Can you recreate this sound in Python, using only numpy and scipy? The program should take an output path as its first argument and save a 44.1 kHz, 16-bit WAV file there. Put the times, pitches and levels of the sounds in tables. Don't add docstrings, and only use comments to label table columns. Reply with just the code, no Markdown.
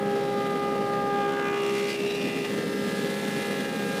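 import sys
import numpy as np
from scipy import signal
from scipy.fft import rfft, irfft, next_fast_len
from scipy.io import wavfile
from scipy.ndimage import map_coordinates

SR = 44100
rng = np.random.default_rng(int(sys.argv[2]) if len(sys.argv) > 2 else 0)


def bounce(signal):
    frames = np.transpose(np.atleast_2d(signal))
    limited = np.clip(frames, -1, 1)
    pcm = np.round(limited * 32767).astype(np.int16)
    wavfile.write(sys.argv[1], SR, pcm)


N = 176400

KNIVES, PLACES = 6, 5
PLACE_SCATTER_RAD = .5
BITE_SHARE = .4

# t/s, f/Hz
SHAFT_SPEED = [(0, 67.38), (1.45, 67.36), (1.68, 67.29), (1.92, 67.64), (2.07, 67.5), (2.45, 67.48),
               (2.75, 67.55), (4, 67.56)]
# t/s, level/dB of knife harmonics 1-7
KNIFE_HARMONICS = [(0.0, -32, -35.5, -45.5, -49, -50, -58, -63),
                   (0.12, -28.5, -34, -50.5, -48.5, -57, -57, -58),
                   (0.44, -31.5, -35.5, -35.5, -47, -45, -55, -60),
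                   (0.66, -32, -34.5, -34, -48, -47.5, -54, -57),
                   (0.8, -31.5, -34.5, -38, -48.5, -50, -55, -54),
                   (1.02, -33, -32, -35, -43.5, -51, -60, -67),
                   (1.26, -29.5, -30.5, -33.5, -39.5, -51, -47, -54),
                   (1.35, -31, -36, -41.5, -38.5, -50, -66, -54),
                   (1.47, -31, -38.5, -35.5, -37.5, -41, -41.5, -55),
                   (1.59, -28, -40.5, -39.5, -59, -47, -47, -46),
                   (1.83, -28.5, -44.5, -44.5, -51, -44, -51, -49.5),
                   (1.93, -34, -46, -51, -47, -41, -39.5, -42), (2.03, -30, -57, -49, -61, -72, -59, -53),
                   (2.07, -28.5, -52, -52.5, -54, -78, -51, -42.5),
                   (2.28, -35, -45.5, -49.5, -59, -42.5, -42.5, -47.5),
                   (2.45, -33.5, -50.5, -49, -56, -47, -49, -47),
                   (2.64, -33, -53.5, -49, -47.5, -46.5, -73, -68),
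                   (3.0, -34, -47, -46.5, -45, -49, -58, -62),
                   (3.16, -36, -45.5, -61, -55, -46.5, -53, -62),
                   (3.46, -37.5, -42.5, -49.5, -52, -42.5, -47, -50.5),
                   (3.66, -39.5, -43.5, -52.5, -45, -47.5, -51, -49),
                   (3.88, -41, -43, -46.5, -40, -51, -47, -58)]
# shaft order, level/dB at each place
FRAME_ORDERS = [(1, -59.5, -68, -71.0, -64, -73), (2, -48.5, -53, -51, -52, -60),
                (3, -41, -55, -41.5, -47, -37.5), (4, -44.5, -42, -48, -43, -53),
                (5, -47.5, -41, -42.5, -43.5, -51.5), (7, -49, -51, -65, -60, -46),
                (8, -38.0, -43, -47, -65, -40), (14, -62, -46, -50.5, -61, -57.5),
                (17, -62, -43, -50.0, -65, -62), (20, -57.5, -56, -65, -64, -51.0),
                (25, -53, -43, -57, -67, -51.5), (34, -57.5, -58, -48, -52, -56.5),
                (40, -61, -49.5, -48.5, -43.5, -53)]
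# t/s, gain/dB
CUT_GAIN = [(0, -0.5), (.3, 1), (.7, 0.5), (1.05, -.5), (1.25, 0.5), (1.52, 1), (1.73, 1.9), (1.84, 1),
            (1.885, 2), (1.925, 3.5), (1.975, 0), (2.2, 0), (2.45, 0), (2.75, -2.5), (3.0, 0), (3.42, 0.9),
            (3.72, -2), (4, 1)]


def amp(db):
    return 10 ** (np.asarray(db) / 20)


def unit_rms(x):
    return x / np.sqrt(np.mean(x ** 2) + 1e-20)


def at_hz(rows, hz):
    f, *cols = np.transpose(rows)
    return np.array([np.interp(np.log(hz + 1), np.log(f + 1), c) for c in cols])


def curves(rows):
    t, *cols = np.transpose(rows)
    return np.array([np.interp(np.arange(N) / SR, t, c) for c in cols])


def wobble(rate_hz):
    coarse = np.arange(0, N + 64, 64)
    knots = rng.standard_normal(int(N * rate_hz / SR) + 4)
    return np.interp(np.arange(N), coarse, map_coordinates(knots, [coarse * rate_hz / SR]))


def filtered(x, response):
    size = next_fast_len(N + SR // 4)
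    return irfft(rfft(x, size) * response(np.fft.rfftfreq(size, 1 / SR)), size)[..., :N]


def coloured(white, spectra):
    return filtered(white, lambda hz: amp(at_hz(spectra, hz))) * np.sqrt(SR / 2)


def swell(start_s, end_s, fade_s=0.042):
    t = np.arange(N) / SR
    return np.clip(np.minimum(t - start_s, end_s - t) / fade_s + .5, 0, 1)


def knife_drone(angle, bite_db):
    scatter_rad, flutter_db = 0.65, 1
    out = np.zeros(N)
    for k, db in enumerate(curves(KNIFE_HARMONICS), 1):
        phase = scatter_rad * (rng.standard_normal() + 0.5 * wobble(2.23))
        rough_db = bite_db * (k - 1) / len(KNIFE_HARMONICS[0])
        out += amp(db + rough_db + flutter_db * wobble(21)) * np.cos(k * KNIVES * angle + phase)
    return np.sqrt(2) * out


def knock_buzz(angle, place_mix, bite_db):
    # f/Hz, base level/dB at each place
    spectrum = [(667, -51, -54, -60, -54.5, -58.5), (950, -72, -60, -63, -68, -62),
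                (1253, -66, -65.5, -70, -75, -71.5), (1500, -59.5, -51, -57, -71, -63.5),
                (1650, -61, -60, -66, -63, -49.5), (1946, -55.5, -57, -52, -50.5, -55),
                (2150, -69, -58, -61, -65, -61.5), (2320, -73, -56, -56, -68, -66),
                (2700, -63, -62, -59, -46, -62), (2830, -68, -57.5, -69, -68, -66),
                (3700, -72, -73.5, -65, -67, -67.5), (4330, -75.5, -77, -72, -74, -69),
                (5150, -79, -78, -69, -71, -74.5), (6660, -82, -85, -79, -87, -75)]
    # f/Hz, gain/dB on a knife harmonic, one order above, two orders below
    accents = [(720, 0, -5, -4), (1240, 0, 16, 12), (1790, 0, 5, -11), (2170, 0, 8, 8), (2680, 0, 1, 0),
               (3270, 6.5, 5, 8), (3750, 12.5, 1, 8), (4240, -5, -1, 11), (5400, -2, 0, 11),
               (6740, -3, -1, 1)]
    knock_t60_s, smear_hz = 0.029, 3440
    drift_db, trim_db = 2.8, -0.73
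    shaft_hz, points = SHAFT_SPEED[0][1], 256
    t = np.arange(points) / points / shaft_hz
    knock = rng.standard_normal(points) * amp(-60 * t / knock_t60_s)
    knock_rad = np.angle(rfft(knock))
    taken = [round(row[0]) for row in FRAME_ORDERS]
    taken += [k * KNIVES for k in range(len(KNIFE_HARMONICS[0]))]
    out = np.zeros(N)
    for order in range(9, 101):
        if order in taken:
            continue
        hz = order * shaft_hz
        accent_db = dict(zip((0, 1, KNIVES - 2), at_hz(accents, hz))).get(order % KNIVES, 0)
        db = at_hz(spectrum, hz) @ place_mix + accent_db + drift_db * wobble(4.96)
        phase = knock_rad[order] + (hz / smear_hz) ** 2 * rng.standard_normal() + 0.18 * wobble(4.1)
        phase += PLACE_SCATTER_RAD * rng.standard_normal(PLACES) @ place_mix
        out += amp(db) * np.cos(order * angle + phase)
    return amp(trim_db + 0.5 * curves(CUT_GAIN)[0] + bite_db) * np.sqrt(2) * out


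def frame_hum(angle, place_mix):
    drift_db = 1.8
    out = np.zeros(N)
    for order, *place_db in FRAME_ORDERS:
        phase = rng.uniform(0, 2 * np.pi) + PLACE_SCATTER_RAD * rng.standard_normal(PLACES) @ place_mix
        phase += 0.21 * wobble(3.8)
        db = np.array(place_db) @ place_mix + drift_db * wobble(5.91)
        out += amp(db) * np.cos(round(order) * angle + phase)
    return np.sqrt(2) * out


def cutting_hiss(angle, place_mix, bite_db):
    # f/Hz, base density/(dB/Hz) at each place
    spectrum = [(150, -110, -110, -110, -110, -110), (472, -64, -82, -71, -70, -93),
                (640, -69, -75, -71.5, -70.5, -70.5), (1020, -76.5, -77, -90, -76.5, -77),
                (1610, -78.5, -74, -75.5, -78.5, -75), (2240, -82, -86, -84, -79, -78),
                (2860, -82, -79, -75, -76.5, -76.5), (3670, -83.5, -85, -80, -78.5, -76.5),
                (4870, -87.5, -88.5, -83.5, -83, -82), (6250, -92.5, -89.5, -84.5, -86.5, -85),
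                (9700, -94.5, -96.5, -89, -90, -86), (11500, -97, -98.5, -93.5, -93, -90),
                (15300, -101, -100, -97, -97, -93)]
    pulse_depth, ticks_db = .1, -7.8
    pulsing = np.exp(pulse_depth * np.cos(KNIVES * angle))
    ticks = amp(ticks_db) * chip_ticks()
    hiss = unit_rms(pulsing * rng.standard_normal(N))
    spray = unit_rms(hiss + ticks)
    gain_db = curves(CUT_GAIN)[0] + BITE_SHARE * bite_db
    return amp(gain_db) * np.sum(place_mix * coloured(spray, spectrum), axis=0)


def chip_ticks():
    rate_hz, t60_s, spread_db, highpass_hz = 600, .004, 4, 5960
    hits = rng.random(N) < rate_hz / SR
    strength = amp(spread_db * np.clip(rng.standard_normal(N), -2, 2))
    t = np.arange(SR // 20) / SR
    envelope = signal.fftconvolve(hits * strength, amp(-60 * t / t60_s))[:N]
    ticks = unit_rms(envelope * rng.standard_normal(N))
    return unit_rms(filtered(ticks, lambda hz: 1j * hz / (highpass_hz + 1j * hz)))


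def whistles(angle, bite_db):
    # start/s, end/s, shaft order, level/dB
    events = [(0.187, .6, 58, -53), (.42, .95, 64, -61), (1.078, 1.497, 52, -56.5), (1.52, 1.93, 50, -52),
              (1.7, 1.95, 64, -55.5), (1.873, 1.95, 70, -49), (2.07, 2.164, 58, -46), (2.14, 2.28, 70, -51),
              (2.62, 2.98, 76, -59), (2.88, 3.694, 25, -47)]
    out = np.zeros(N)
    for start_s, end_s, order, db in events:
        phase = rng.uniform(0, 2 * np.pi) + .5 * wobble(16)
        out += amp(db) * swell(start_s, end_s) * np.cos(round(order) * angle + phase)
    return np.sqrt(2) * amp(BITE_SHARE * bite_db) * out


def hose_flares(bite_db):
    # start/s, end/s, centre/Hz, half-width/Hz, level/dB
    events = [(1.876, 1.945, 4660, 1200, -44.5), (2.008, 2.26, 5570, 400, -54.5)]
    out = np.zeros(N)
    for start_s, end_s, centre_hz, half_width_hz, db in events:
        noise = amp(bite_db) * rng.standard_normal(N)
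        ring = filtered(noise, lambda hz: (1 + 1j * (hz - centre_hz) / half_width_hz) ** -2)
        out += amp(db) * swell(start_s, end_s) * unit_rms(ring)
    return out


def extraction_rumble():
    # f/Hz, base density/(dB/Hz)
    spectrum = [(20, -101), (45, -88), (85, -82.5), (105, -73), (135, -67), (170, -58), (220, -57),
                (290, -60), (370, -65.5), (465, -60), (570, -68.5), (720, -84), (1200, -115)]
    # t/s, gain/dB
    gain = [(0, 0.5), (.3, 0), (.9, 0), (1.4, -1.5), (1.95, -3.5), (2.25, 1.5), (2.55, 2.5), (3.2, 2),
            (4, 2)]
    churn_db, churn_hz = 1, 22
    gain_db = curves(gain)[0] + churn_db * wobble(churn_hz)
    return amp(gain_db) * coloured(rng.standard_normal(N), spectrum)[0]


def scene():
    # t/s, place (0-4)
    mic_path = [(0, 0), (1.05, .05), (1.3, .6), (1.44, 1), (1.57, 1.15), (1.75, 1.85), (1.93, 2.05),
                (2.02, 3), (2.44, 3.1), (2.53, 3.85), (2.8, 4), (4, 4)]
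    chatter_db = [.3, 4, 3.2, 2.2, .8]
    turn_spread_db, strike_spread_db = 1.4, 2.1
    speed_hz = curves(SHAFT_SPEED)[0] + 0.016 * wobble(25.45)
    angle = 2 * np.pi * np.cumsum(speed_hz) / SR
    place = curves(mic_path)[0]
    place_mix = np.maximum(0, 1 - abs(place - np.arange(PLACES)[:, None]))
    shaft_hz = SHAFT_SPEED[0][1]
    bite_db = turn_spread_db * wobble(shaft_hz) + strike_spread_db * wobble(shaft_hz * KNIVES)
    bite_db += np.array(chatter_db) @ place_mix * np.cos(angle - 1)
    tones = knife_drone(angle, bite_db) + frame_hum(angle, place_mix)
    tones += knock_buzz(angle, place_mix, bite_db) + whistles(angle, bite_db)
    noise = cutting_hiss(angle, place_mix, bite_db) + hose_flares(bite_db) + extraction_rumble()
    return (tones + noise)[None]


def record(dry):
    cutoff_hz = 15350
    return filtered(dry, lambda hz: hz < cutoff_hz)


dry = scene()
out = record(dry)
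bounce(out)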